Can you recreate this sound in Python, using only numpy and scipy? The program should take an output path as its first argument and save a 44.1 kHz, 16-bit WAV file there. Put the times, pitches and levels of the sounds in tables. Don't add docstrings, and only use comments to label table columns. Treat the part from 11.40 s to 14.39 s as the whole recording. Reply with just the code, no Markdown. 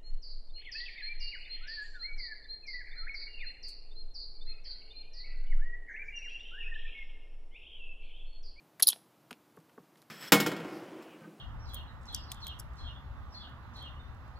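import sys
import numpy as np
from scipy import signal
from scipy.fft import rfft, irfft
from scipy.io import wavfile
from scipy.ndimage import uniform_filter1d

SR = 44100
rng = np.random.default_rng(int(sys.argv[2]) if len(sys.argv) > 2 else 0)


def ratio(d):
    e = np.asarray(d, float) / 20
    return 10 ** e


def unload_wav(signal):
    wavfile.write(
        sys.argv[1],
        SR,
        np.round(np.clip(np.atleast_2d(signal).T, -1, 1) * 32767).astype(np.int16),
    )


N = 131859


def evened(x):
    return x / np.sqrt(np.mean(x ** 2) + 1e-20)


def read(points, hz):
    f, value = np.transpose(points)
    return np.interp(np.log(hz + 1), np.log(f + 1), value)


def add(mix, start_s, sound):
    at = round(start_s * SR)
    part = mix[max(at, 0):][:max(len(sound) + min(at, 0), 0)]
    part += sound[max(-at, 0):][:len(part)]


def drift(count, span_s):
    size = max(int(span_s * SR), 1)
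    smooth = uniform_filter1d(rng.standard_normal(count), size)
    return evened(uniform_filter1d(smooth, size))


def band_passed(x, low_hz, high_hz):
    return signal.sosfilt(signal.butter(2, [low_hz, high_hz], "band", fs=SR, output="sos"), x)


# start_s, peak_db, brightest_hz, hollow_body_db, side_wall_db
SNAPS = [(.294, -54, 10000, 0.1, 0.1), (0.3364, -39, 10500, -5, -8), (0.3445, -26, 12160, -3, -8),
         (0.3473, -36, 13000, -5, -8), (0.353, -35, 12500, -5, -3), (0.3555, -47, 11000, -5, -5),
         (0.656, -46, 6130, -14, 5), (0.7277, -43, 10110, -7, 0.1), (0.7466, -15, 7150, -16, 2),
         (.7495, -37, 6000, -13, -2), (0.7625, -36.5, 6000, -8, 2), (0.9174, -23, 7500, 14, -8),
         (0.9194, -26, 7660, 14, -10), (.9217, -34, 7500, 8, -6), (0.933, -46, 6500, -5, -3),
         (.9455, -41.5, 7500, -3, -1), (1.047, -46, 12900, -3, -5), (1.0685, -26.5, 7800, 16, -10),
         (1.0715, -37, 6550, 5, -8), (1.0797, -33, 13540, 0.1, -3), (1.1962, -33, 8030, -8, 3),
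         (1.1993, -27, 9200, -8, 5), (1.206, -41, 7000, -5, -1), (1.334, -58, 6234, -3, 2),
         (2.368, -49.5, 9000, -5, 7), (2.426, -47.5, 10300, -5, -10), (2.747, -60, 7450, -5, -8),
         (2.879, -59, 7300, -9, -8), (2.095, -61, 9119, -5, -5)]
# pitch_hz, level_db, t60_s (time to fade by 60 dB)
SHELL = [(2300, -15, .01), (3320, 3, .016), (4770, 1, 0.025), (5360, 1, 0.016), (5720, -3.5, 0.028),
         (6260, -1, 0.014), (7100, -5, .014), (7580, -2, 0.01), (8030, -4.5, 0.016), (8800, -13, .01),
         (10510, 1.5, 0.0061), (13000, 1.5, .009), (14100, 3, 0.0062), (14820, 5, .008)]


def shell_snaps():
    out = np.zeros(N)
    t = np.arange(2300) / SR
    lead_s = 1100 / SR
    u = t - lead_s
    before = np.minimum(u, 0)
    creak = ratio(-22) * np.exp(before / 0.00036)
    grind = ratio(-43) * np.exp(before / 0.007)
    crumb_db, crumb_t60_s = -12, 0.013
    crumb_fade = 0.38 * ratio(crumb_db - 60 * u / crumb_t60_s)
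    strain = np.where(u < 0, creak + grind, crumb_fade)
    tick = abs(u) < 0.5 / SR

    hz, db, t60_s = np.transpose(SHELL)[:, :, None]
    ring_fade = ratio(-60 * t / t60_s) + ratio(8 - 60 * t / 0.0025)
    sides = (-1.) ** np.arange(len(SHELL))[:, None]
    spread_oct, luck_db = 0.77, -2
    for start_s, peak_db, bright_hz, hollow_db, wall_db in SNAPS:
        luck = rng.standard_normal((len(SHELL), 2))
        grip_db = hollow_db * (hz < 4000) + wall_db * (hz > 5000) * (hz < 6000)
        bright_db = -6 * (np.log2(hz / bright_hz) / spread_oct) ** 2
        colour_db = db + grip_db + luck_db * luck[:, :1] + bright_db
        tones = np.sin(2 * np.pi * hz * (1 + 0.0035 * luck[:, 1:]) * t)
        ring = (sides * ratio(colour_db) * tones * ring_fade).sum(0)
        crumbs = rng.standard_normal(len(t)) * strain
        snap = signal.fftconvolve(crumbs + tick, ring)[:len(t)]
        add(out, start_s - lead_s, ratio(peak_db - 3.5) * snap / abs(snap).max())
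    return out


# start_s, length_s, level_db, centre_hz
RUSTLES = [
    (0.276, 0.18, -77, 11100),
    (0.6, 0.1, -74, 6000),
    (.93, 0.02803, -74, 9000),
    (1.317, 0.11, -80, 6450),
    (2.342, 0.16, -80, 7900),
    (1.188, 0.0077, -58, 9100),
]


def paw_rustles():
    out = np.zeros(N)
    for start_s, length_s, db, centre_hz in RUSTLES:
        t = np.arange(0, length_s, 1 / SR)
        grit = rng.standard_normal(len(t)) * ratio(6 * drift(len(t), 0.004))
        grit = band_passed(grit, centre_hz / 1.4, min(centre_hz * 1.4, 16000))
        add(out, start_s, ratio(db) * evened(grit) * np.sin(np.pi * t / length_s))
    return out


def note(length_s, from_hz, to_hz, db, warble_hz, wobble):
    t = np.arange(0, length_s, 1 / SR)
    warble_rate_hz = 174.8 * (1 + 0.053 * drift(len(t), 0.012))
    warble = np.sin(2 * np.pi * (np.cumsum(warble_rate_hz) / SR + rng.random()))
    depth = warble_hz / 124
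    hz = from_hz + (to_hz - from_hz) * t / length_s + warble_hz * warble
    hz = hz + wobble * 18 * drift(len(t), 0.0033) * depth
    flutter_db = 2.8 * drift(len(t), 0.0034) * min(depth, 1)
    shape = np.sin(np.pi * (t / length_s) ** 0.6) ** 0.78 * ratio(flutter_db)
    return ratio(db + 9) * shape * np.sin(2 * np.pi * np.cumsum(hz) / SR)


# start_s, level_db, pitch_factor, stretch_factor
CHIRPS = [
    (-.07, -61, 1.027, 0.79),
    (.285, -59, 1.02, 0.91),
    (.678, -58, 1.027, 0.82),
    (1.016, -57.5, 1.01, 0.85),
    (1.382, -60.5, 1.01, 1.03),
    (1.94, -63, 1.05, 1.07),
    (2.35, -60.5, 1, 1.09),
]
# length_s, from_hz, to_hz, level_db, warble_hz (depth)
OPENINGS = [
    (.055, 4090, 4100, -74, 120),
    (0.055, 4050, 4030, -67, 150),
    (0.048, 4080, 4040, -57.5, 130),
    (0.05, 4400, 3600, -54, 76),
    (0.061, 4170, 4100, -62.5, 150),
    (.062, 4340, 4290, -56, 180),
    (.075, 4150, 3980, -60.5, 250),
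]
# delay_s, length_s, from_hz, to_hz, level_db
NOTES = [
    (.012, 0.046, 3370, 3225, -8),
    (.052, 0.083, 3320, 3090, 2.6),
    (.062, 0.0905, 3670, 3500, -6),
    (.085, 0.071, 2900, 2770, -3.5),
    (.045, 0.08, 4200, 4000, -10),
]


def sparrow():
    out = np.zeros(N)
    rasp_s = 0.15
    t = np.arange(0, rasp_s, 1 / SR)
    rasp_shape = np.sin(np.pi * (t / rasp_s) ** 0.28)
    for (start_s, db, pitch, stretch), opening in zip(CHIRPS, OPENINGS):
        rasp = evened(band_passed(rng.standard_normal(len(t)), 3600, 6040))
        add(out, start_s - 0.015, ratio(db - 7) * rasp * rasp_shape)
        add(out, start_s, note(*opening, wobble=0.9))
        for delay_s, length_s, from_hz, to_hz, rel_db in NOTES:
            tone = note(length_s * stretch, from_hz * pitch, to_hz * pitch, db + rel_db, 105, wobble=0.6)
            add(out, start_s + delay_s * stretch, tone)
    return out


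# start_s, length_s, from_hz, to_hz, level_db
WHISTLES = [(0.192, 0.098, 5530, 5390, -73.5), (0.248, 0.069, 4850, 4000, -68),
            (0.765, 0.12, 5150, 4830, -64), (0.878, 0.068, 4510, 3790, -63),
            (1.897, 0.096, 5620, 5610, -81.5), (1.92, 0.032866, 5200, 5030, -69),
            (1.996, 0.03194, 4950, 4850, -70), (2.592, 0.039, 3600, 3575, -65.5),
            (2.956, 0.0335, 4280, 4480, -72), (0.471, 0.057, 4010, 3745, -71),
            (1.553, 0.037, 3444, 3350, -65.5), (0.942, .09, 3390, 3300, -70),
            (2.562, 0.038, 2930, 2930, -70)]
WHISTLE_WARBLE_HZ = [188, 400, 310, 300, 26, 93, 91, 24, 20, 105, 116, 200, 40]


def far_birds():
    out = np.zeros(N)
    for (start_s, *whistle), warble_hz in zip(WHISTLES, WHISTLE_WARBLE_HZ):
        add(out, start_s, note(*whistle, warble_hz, wobble=4.2))
    return out


def ports(x, lead, pan_db):
    right = irfft(rfft(x) * np.exp(-1j * lead), N)
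    return np.array([x * ratio(pan_db / 2), right * ratio(-pan_db / 2)])


def echoes(x, t60_s):
    t = np.arange(SR // 2) / SR
    sparse = rng.random((2, len(t))) < 0.3
    taps = rng.standard_normal((2, len(t))) * sparse * ratio(-60 * t / t60_s) * (t > 0.002)
    taps = taps / np.linalg.norm(taps, axis=1, keepdims=True)
    return signal.fftconvolve(x[None], taps, axes=1)[:, :N]


# pitch_hz, lead_radians
SNAP_LEAD = [(2000, .2), (3600, 1.6), (5000, 1.1), (7000, 1.2), (9500, 1.0), (11000, .9), (12500, 1.6),
             (16000, 1.2)]


def nut_close_by():
    nut = shell_snaps() + paw_rustles()
    nut = signal.sosfilt(signal.butter(4, 2000, "high", fs=SR, output="sos"), nut)
    lead = read(SNAP_LEAD, np.fft.rfftfreq(N, 1 / SR))
    return ports(nut, lead, pan_db=2.4) + ratio(-19) * echoes(nut, t60_s=0.22)


def birds_in_yard():
    song = sparrow() + far_birds()
    wall = np.zeros(N)
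    add(wall, 0.105, song * ratio(-20))
    lead = 2 * np.pi * np.fft.rfftfreq(N, 1 / SR) * 0.00009
    return ports(song + wall, lead, pan_db=-1.9) + ratio(-2.5) * echoes(song, t60_s=0.29)


# pitch_hz, likeness (1 is identical)
SAME = [(25, 0.75), (60, 0.43), (130, 0.97), (290, 0.91), (640, 0.78), (1200, 0.91), (2500, 0.8),
        (5000, 0.03333)]
# pitch_hz, difference_db
SIDES = [(25, 2), (70, 2), (130, -2.5), (290, -4), (640, 1), (1300, -7), (2500, -4), (8000, 0.3)]
# pitch_hz, lead_radians
LEAD = [(60, 0.1), (600, 0.32), (1200, 0.62), (1900, 1.28), (2700, 4.62)]


def all_round(first, second, hz):
    same = np.clip(read(SAME, hz), -1, 1)
    side = ratio(read(SIDES, hz) / 2)
    shared = same * first * np.exp(-1j * read(LEAD, hz))
    return np.array([first * side, (shared + np.sqrt(1 - same ** 2) * second) / side])


# pitch_hz, level_db (per Hz)
WIND = [(8.8, -45), (15, -14.5), (48, -3.5), (65, 2.5), (97, -9), (125, -6.5), (156, -17.5), (239, -19),
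        (330, -27), (430, -58.5), (730, -120)]
# time_s, level_db
GUST = [(0.0, -73.5), (0.05, -43.5), (0.56, -50), (0.57, -53), (1.36, -51), (1.39, -56.5), (1.44, -43.5),
        (1.63, -59), (1.68, -45.5), (2.0, -55.5), (2.79, -50.5), (2.99, -54.5)]


def wind():
    hz, t = np.fft.rfftfreq(N, 1 / SR), np.arange(N) / SR
    first, second = rfft(rng.standard_normal((2, N)))
    spectrum = all_round(first, second, hz) * ratio(read(WIND, hz))
    low = 1 / (1 + (hz / 95) ** 6)
    time_s, db = np.transpose(GUST)
    gust = ratio(np.interp(t, time_s, db) - np.mean(db))
    rumble = irfft(spectrum * low, N) * gust + irfft(spectrum * (1 - low), N)
    return ratio(-45.5) * evened(rumble)


def machine_hum():
    hz = 120 + 2.51 * drift(N, 0.21)
    return np.sin(2 * np.pi * np.cumsum(hz) / SR) * ratio(-63 + 3.1 * drift(N, 0.084))


def wash(shape, db, patchy_db, swell_db):
    frames = N // 256 + 5
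    hz = np.fft.rfftfreq(1024, 1 / SR)[:, None]
    a, b, c, d, patches = rng.standard_normal((frames, 513, 5)).T
    patches = uniform_filter1d(patches, size=10, axis=0)
    patches = evened(uniform_filter1d(patches, size=14, axis=1))
    swell = evened(uniform_filter1d(rng.standard_normal(frames), size=40))
    z = all_round(a + 1j * b, c + 1j * d, hz)
    z *= ratio(read(shape, hz) + patchy_db * patches + swell_db * swell)
    return ratio(db) * evened(signal.istft(z, nperseg=1024, noverlap=768)[1][:, :N])


# pitch_hz, level_db (per Hz)
TRAFFIC = [(150, -21), (250, -7.5), (269, -17.5), (352, -13), (429, -16.5), (529, -12), (871, -7),
           (1190, -6), (3000, -24.5), (3900, -38.5), (6600, -120)]


def traffic():
    return wash([(180, -72)] + list(TRAFFIC) + [(4000, -46.5)], -55.5, patchy_db=1.0, swell_db=0.59)


# pitch_hz, level_db (per Hz)
AIR = [(1530, -61), (2600, -14), (3410, 2), (6780, -13), (7800, -16.5), (9100, -25), (14400, -15),
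       (15400, -17), (16500, -74)]


def air():
    return wash([(1800, -36)] + list(AIR), -73, patchy_db=2.15, swell_db=0.51)


def scene():
    background = wind() + machine_hum() + traffic() + air()
    return nut_close_by() + birds_in_yard() + background


def roll_off(x):
    return signal.sosfilt(signal.butter(12, 16660, fs=SR, output="sos"), x)


def record(dry):
    hz = np.fft.rfftfreq(N, 1 / SR)
    shelf = ratio(-17 * np.clip((hz - 15600) / 250, 0, 1))
    mix = irfft(rfft(dry) * shelf, N)
    return roll_off(mix)


dry = scene()
out = record(dry)
unload_wav(out)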